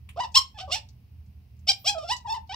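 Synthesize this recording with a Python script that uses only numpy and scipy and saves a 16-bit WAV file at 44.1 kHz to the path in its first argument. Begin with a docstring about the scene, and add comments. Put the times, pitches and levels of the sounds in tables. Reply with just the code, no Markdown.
"""Two civets squabble on the hard floor of a small bare room, close to a stereo microphone pair.
Their arched squeaks, whines and raspy chatter are a strong fundamental plus overtones shaped by the
throat, turning hoarse in places. Claws scuff the floor now and then; floor, crate and walls throw back
short echoes. Farther back a low machine hum throbs over rumble and faint hiss."""
import sys
import numpy as np
from scipy import signal
from scipy.fft import rfft, irfft
from scipy.io import wavfile

SR = 44100
rng = np.random.default_rng(int(sys.argv[2]) if len(sys.argv) > 2 else 0)


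def store_pcm(level_fs):
    """Save levels as 16-bit WAV."""
    pcm = np.round(np.clip(level_fs, -1, 1) * 32767).astype(np.int16)
    wavfile.write(sys.argv[1], SR, np.atleast_2d(pcm).T)


N = 112454
TIME_S, BIN_HZ = np.arange(N) / SR, np.arange(N // 2 + 1) * SR / N
TOP_HZ = 15700


def undb(db):
    """Decibels to gain."""
    return 10 ** (np.asarray(db) / 20)


def unit(x):
    """Scale to rms 1."""
    return x / np.sqrt(np.mean(x ** 2) + 1e-30)


def at(hz, points):
    """Read (freq_hz, value) points on a log-frequency axis."""
    freqs, values = np.array(points, float).T
    return np.interp(np.log(np.maximum(hz, 1)), np.log(freqs), values)


def noise(gain):
    """Noise of rms 1, coloured by a gain at each frequency."""
    return unit(irfft(rfft(rng.standard_normal(N)) * gain, N))


def stereo_noise(gain):
    """Independent noise at each microphone."""
    return np.array([noise(gain), noise(gain)])


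def wander(hz):
    """Smooth random drift with changes up to about hz."""
    return noise(np.exp(-(BIN_HZ / hz) ** 2))


def pan(db):
    """Microphone gains for a level difference; positive is to the left."""
    return unit(undb(np.array([[db], [-db]]) / 2))


# Machine hum tones: pitch_hz, level_db
HUM_TONES = [(78.4, -53.5), (120, -61), (192.5, -69)]


def machine_hum(waver=.35, waver_hz=9, throb_db=3):
    """A machine in the background: each low tone wavers, and all throb together."""
    hum = 0
    for hz, db in HUM_TONES:
        drift = 1 + waver * (wander(waver_hz) + 1j * wander(waver_hz))
        tone = np.exp(2j * np.pi * (hz * TIME_S + rng.random()))
        hum += undb(db) * np.sqrt(2) * np.real(drift * tone)
    return hum * undb(throb_db * wander(12))


# Room tone spectra: freq_hz, relative_db
RUMBLE_SPECTRUM = [(20, -15.5), (38, -11.5), (52, -1.5), (64, 12.5), (78, -8.5), (90, -3.5), (104, 9),
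                   (135, -5), (160, -10), (230, -12.5), (300, -20.5), (500, -43.5), (900, -43)]
HISS_SPECTRUM = [(240, -42), (400, 3), (605, -7.5), (694, -1), (1050, -7.5), (1360, -14), (1610, -11.5),
                 (2710, -5), (3460, -13), (5230, -11), (7440, -24), (7910, -22.5), (15500, -11.5)]


def room_tone():
    """Rumble, nearly alike at both microphones, and a wide faint hiss; returns the two apart."""
    low = undb(at(BIN_HZ, RUMBLE_SPECTRUM)) * (BIN_HZ < 1500)
    high = undb(at(BIN_HZ, HISS_SPECTRUM))
    rumble = undb(-53) * (noise(low) + .25 * stereo_noise(low))
    hiss = undb(-70.5) * (.3 * noise(high) + stereo_noise(high))
    return rumble, hiss


# Reverberation of the bare room: band_hz, t60_s, relative_db
REVERB_BANDS = [(500, .31, -0.5), (1023, 0.21, -2), (2500, 0.22, -4), (5000, 0.22, -10),
                (9000, 0.21, -10.5), (14070, .18, -8.5)]


def reverb(sound, gain_db=-8.5, delay_s=.012, build_s=.002):
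    """Dense wall reflections, different at each microphone; the treble dies first."""
    late_s = np.maximum(TIME_S - delay_s, 0)
    spectrum = rfft(rng.standard_normal((2, N)))
    response = 0
    for hz, t60, db in REVERB_BANDS:
        band = at(BIN_HZ, [(row[0], row[0] == hz) for row in REVERB_BANDS])
        tail = (1 - np.exp(-late_s / build_s)) * np.exp(-np.log(1000) * late_s / t60)
        response += irfft(spectrum * band, N) * undb(db) * tail / np.linalg.norm(tail)
    return undb(gain_db) * signal.fftconvolve(sound, response, axes=1)[:, :N]


# Echo paths from floor, crate and walls to the microphones: left_delay_ms, right_delay_ms, gain_db
ECHO_PATHS = [(0.906, 1.1, -12), (2.738, 2.6, -13), (5.25, 5.8, -15), (13.2, 17, -9.5), (43.9, 40, -21)]


def with_echoes(sound):
    """Direct sound plus echoes off hard surfaces, which make overtones uneven and fray call endings."""
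    out = sound.copy()
    for *delays_ms, db in ECHO_PATHS:
        for mic, ms in enumerate(delays_ms):
            out[mic] += undb(db) * np.pad(sound[mic], (int(ms * SR / 1000), 0))[:N]
    return out


# Swells of high hiss: centre_s, half_length_s, level_db
HISS_SWELLS = [(1.825, 0.055, -58.5), (2.325, 0.02, -58.5)]


def hiss_swells(centre_hz=14000, width_hz=1400):
    """Faint airy hiss that rises and falls at both microphones."""
    colour = np.exp(-((BIN_HZ - centre_hz) / width_hz) ** 2)
    envelope = sum(undb(db) * np.exp(-((TIME_S - s) / half) ** 2) for s, half, db in HISS_SWELLS)
    return envelope * stereo_noise(colour)


# Claws and fur on the floor: peak_s, level_db, decay_s, centre_hz
FLOOR_SCUFFS = [(0.091, -45.5, 0.011, 2500), (.09, -56.5, 0.0097, 1080), (0.092, -54, 0.011, 9000),
                (.32, -60, 0.017, 5540), (.889, -55, 0.0091, 5000), (1.263, -73, 0.0064, 6000),
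                (1.568, -74.5, 0.006, 5950), (1.592, -67.5, .008, 6090), (2.166, -38.5, 0.0094, 5130),
                (2.272, -78, .005, 5090), (2.474, -65, 0.014, 4500)]


def claw_scuffs(attack_s=.002, width_octaves=.35):
    """Claws rub the hard floor in brief bursts of band noise."""
    out = 0
    for peak_s, db, decay_s, hz in FLOOR_SCUFFS:
        octaves = np.log2((BIN_HZ + 1) / hz)
        colour = np.exp(-.5 * (octaves / width_octaves) ** 2) + .04 * (BIN_HZ > 400)
        age_s = TIME_S - peak_s
        envelope = np.clip(age_s / attack_s + 1, 0, 1) * np.exp(-np.maximum(age_s, 0) / decay_s)
        out += undb(db) * envelope * stereo_noise(colour)
    return out


# Phase lead of the left microphone over the right: freq_hz, lead_rad
MIC_PHASE = [(300, .2), (1100, 0.92), (2200, 0.73), (4400, 0.88), (6100, 1.1), (8000, 2), (12000, 2.4)]


def partial(order, pitch_hz, phase):
    """One partial of the voice, reaching the left microphone slightly ahead in phase."""
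    offset = np.array([[.5], [-.5]]) * at(order * pitch_hz, MIC_PHASE)
    return np.sqrt(2) * np.sin(order * phase + offset)


# Resonances of the throat: freq_hz, gain_db
THROAT_RESPONSE = [(900, -16.5), (1450, -36.5), (1900, -19.5), (2450, -4), (3200, 0.5), (3900, -3.5),
                   (4800, -2), (5500, 3.5), (6300, -17.5), (7600, -8.5), (9300, -26), (10700, -22.5),
                   (12500, -35), (14300, -25), (15500, -38)]


def throat_gain(hz, tilt_db_per_octave, mouth_hz, mouth_db):
    """Throat resonances, tilted in brightness and lifted by one mouth resonance."""
    mouth = mouth_db * np.exp(-((hz - mouth_hz) / 450) ** 2)
    tilt = tilt_db_per_octave * np.log2(np.maximum(hz, 500) / 4000)
    return undb(at(hz, THROAT_RESPONSE) + mouth + tilt) * (hz < TOP_HZ)


# Contours of the close calls: time_s, pitch_hz, fundamental_db, second_harmonic_db, overtones_db
CHATTER = [(0.163, 506.1, -45.5, -54.5, -64.5), (0.175, 643.9, -35, -42.5, -50),
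           (0.183, 674.8, -31, -57.5, -56), (0.195, 713.7, -31, -52, -47.5),
           (0.209, 985.9, -25, -45.5, -33.5), (0.229, 980.9, -40, -43, -44.5),
           (0.237, 973.1, -28.5, -60, -36), (0.245, 917.7, -33, -47.5, -40),
           (0.26, 896.3, -37.5, -67, -49.5)]
SHRIEK = [(0.346, 829.6, -43, -60.5, -32), (0.354, 882.4, -34.5, -48.5, -17.5),
          (0.366, 1070, -22, -38.5, -14.5), (0.376, 1073, -23, -37, -13), (0.395, 1001, -35.5, -55, -29)]
GRUMBLE = [(0.545, 860, -59, -76, -67), (0.569, 863.5, -50.5, -55, -62), (0.581, 782, -44.5, -73, -48),
           (0.591, 597, -52, -45.5, -38), (0.601, 619.7, -51, -51, -39), (0.615, 726, -42.5, -57, -41.5),
           (0.623, 765, -48.5, -56, -48.5), (0.639, 741, -38.5, -72, -63), (0.672, 773, -56, -72, -87)]
SNARL = [(0.674, 570.3, -62, -66, -80), (0.68, 589.4, -41, -56, -67), (0.704, 561.5, -42, -42, -53.5),
         (0.724, 698, -40.5, -57, -22.5), (0.742, 744.7, -36, -45.5, -26.5), (0.75, 797.6, -42, -71, -26.5),
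         (0.762, 889, -36.5, -43, -32.5), (0.785, 889, -49, -69, -44)]
YIP = [(1.673, 618, -44, -52, -38), (1.679, 708.6, -49, -57, -28), (1.693, 804, -35, -53, -14),
       (1.707, 783.5, -33, -40.5, -20.5), (1.713, 753, -43, -82, -31.5), (1.718, 724, -36.5, -52, -24)]
LONG_WHINE = [(1.847, 556, -45.5, -49, -43.5), (1.865, 740.5, -37, -56.5, -28),
              (1.879, 811, -39, -49, -19.5), (1.895, 841.3, -36, -44, -21.5), (1.913, 811, -36.5, -48, -38),
              (1.931, 820, -39, -82, -40), (1.943, 815, -37, -58, -69), (1.953, 659, -36, -48, -97),
              (1.985, 639.6, -28, -43, -43), (2.001, 609, -75, -47, -56), (2.037, 596, -35, -50.5, -49),
              (2.049, 693, -37.5, -59, -54), (2.071, 682, -59, -47, -54.5), (2.087, 693, -40.5, -61, -38.5),
              (2.105, 867, -27.5, -44.5, -29), (2.123, 988, -25.5, -37.5, -27.5),
              (2.139, 975.5, -41.5, -38, -33.5), (2.16, 1000, -46, -88, -77)]
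WHIMPER = [(2.249, 908, -47, -71, -86), (2.259, 952, -32.5, -67, -69), (2.267, 968, -37, -59, -55.5),
           (2.281, 804, -36.5, -57, -49.5), (2.305, 910, -28, -53.5, -37), (2.317, 892, -29.5, -54, -44.5),
           (2.327, 887, -26.5, -62, -33.5), (2.335, 905, -27.5, -61, -48.5),
           (2.349, 1028, -37.5, -47, -42.5), (2.371, 893.4, -36.5, -64, -49), (2.382, 888, -31.5, -51, -60)]
LAST_SQUEAK = [(2.496, 760, -41, -63.5, -42.5), (2.512, 765, -41, -48.5, -42.5),
               (2.528, 850, -38, -55, -39), (2.54, 980, -44, -51, -51), (2.548, 950, -16, -32, -9)]
# Colour of each call: contour, overtone_gain_db, tilt_db_per_octave, mouth_hz, mouth_db
CALL_COLOURS = [ (CHATTER, -.5, -3, 2900, 3), (SHRIEK, 1, 1.2, 5300, 1.5), (GRUMBLE, 0, -3, 3100, 5),
                (SNARL, 0, 0, 2820, 3.4), (YIP, 0.94, 0, 5030, 5.8), (LONG_WHINE, 0, 0, 3140, 2.1),
                (WHIMPER, 0, 0, 3250, 4.8), (LAST_SQUEAK, 0, -10, 4200, 0.76), ]
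# Grain and place between the microphones, in the same order: roughness, low_pan_db, high_pan_db
CALL_PLACES = [(.11, -.5, -2), (.16, -4.5, 1), (.12, 0, -.5), (.16, 1, -4), (.13, -7, -.5), (.1, -3, 0),
               (.07, 4, .5), (.1, -.5, 1)]
# Hoarse stretches: start_s, end_s, added_roughness
HOARSE_SPANS = [(.16, .203, .3), (.23, .26, .2), (.346, .358, .06), (.58, .615, .42), (.674, .71, .33),
                (.718, .742, .05), (.75, .785, .25), (1.85, 1.93, .04), (2.338, 2.368, .2)]
JITTER, SHIMMER, RASP_NOISE = .085, .45, 1.1  # depths per unit of roughness
FLUTTER_DB, SUBHARMONIC = 2.5, .5
FADE_S, HOARSE_RAMP_S = .007, .004


def civet_call(colour, roughness, low_pan_db, high_pan_db):
    """One close call: an unsteady harmonic voice, with pulsed rasp through the same throat."""
    contour, overtone_gain_db, *throat = colour
    times, pitches, first_db, second_db, overtones_db = np.array(contour, float).T
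    on = (TIME_S > times[0] - FADE_S) & (TIME_S < times[-1] + FADE_S)
    t = TIME_S[on]
    level = lambda db: undb(np.interp(t, times, db))
    hoarse = sum(added * np.clip(np.minimum(t - start, end - t) / HOARSE_RAMP_S + 1, 0, 1)
                 for start, end, added in HOARSE_SPANS)
    rough = roughness + hoarse
    hz = np.interp(t, times, pitches) * (1 + JITTER * rough * wander(190)[on])
    phase = 2 * np.pi * np.cumsum(hz) / SR

    orders = range(3, 24)
    weights = [throat_gain(k * hz, *throat) * undb(FLUTTER_DB * wander(120)[on]) for k in orders]
    overtones = sum(weight * partial(k, hz, phase) for k, weight in zip(orders, weights))
    overtones /= np.linalg.norm(weights, axis=0)
    breath = stereo_noise(throat_gain(BIN_HZ, *throat) * (BIN_HZ > 400))[:, on]
    rasp = breath * unit(1 + np.cos(phase))  # one puff per cycle
    share = RASP_NOISE * rough
    high = (overtones + share * rasp) / np.sqrt(1 + share ** 2) * level(overtones_db + overtone_gain_db)

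    # Hoarse cycles alternate strong and weak, adding a partial at 1.5 times the pitch.
    growl = SUBHARMONIC * hoarse * wander(150)[on] * partial(1.5, hz, phase)
    growl *= throat_gain(1.5 * hz, *throat) / throat_gain(hz, *throat)
    low = (partial(1, hz, phase) + growl) * level(first_db) + partial(2, hz, phase) * level(second_db)

    fade = np.clip(np.minimum(t - t[0], t[-1] - t) / FADE_S, 0, 1) ** 3
    shimmer = 1 + SHIMMER * rough * wander(300)[on]
    out = np.zeros((2, N))
    out[:, on] = (low * pan(low_pan_db) + high * pan(high_pan_db)) * fade * shimmer
    return out


def scene():
    """Civets near the microphones, the room around them, hum and rumble a little to the right."""
    calls = sum(civet_call(colour, *place) for colour, place in zip(CALL_COLOURS, CALL_PLACES))
    near = calls + claw_scuffs() + hiss_swells()
    in_room = with_echoes(near) + reverb(near)
    hum = machine_hum()
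    rumble, hiss = room_tone()
    return in_room + (hum + rumble) * pan(-2.2) + hiss


def record(dry):
    """The recorder rounds the loudest peaks and cuts the top treble."""
    rounded = dry / (1 + (dry / .9) ** 8) ** (1 / 8)
    lowpass = signal.ellip(10, .2, 70, TOP_HZ, fs=SR, output="sos")
    return signal.sosfilt(lowpass, rounded)


dry = scene()
out = record(dry)
store_pcm(out)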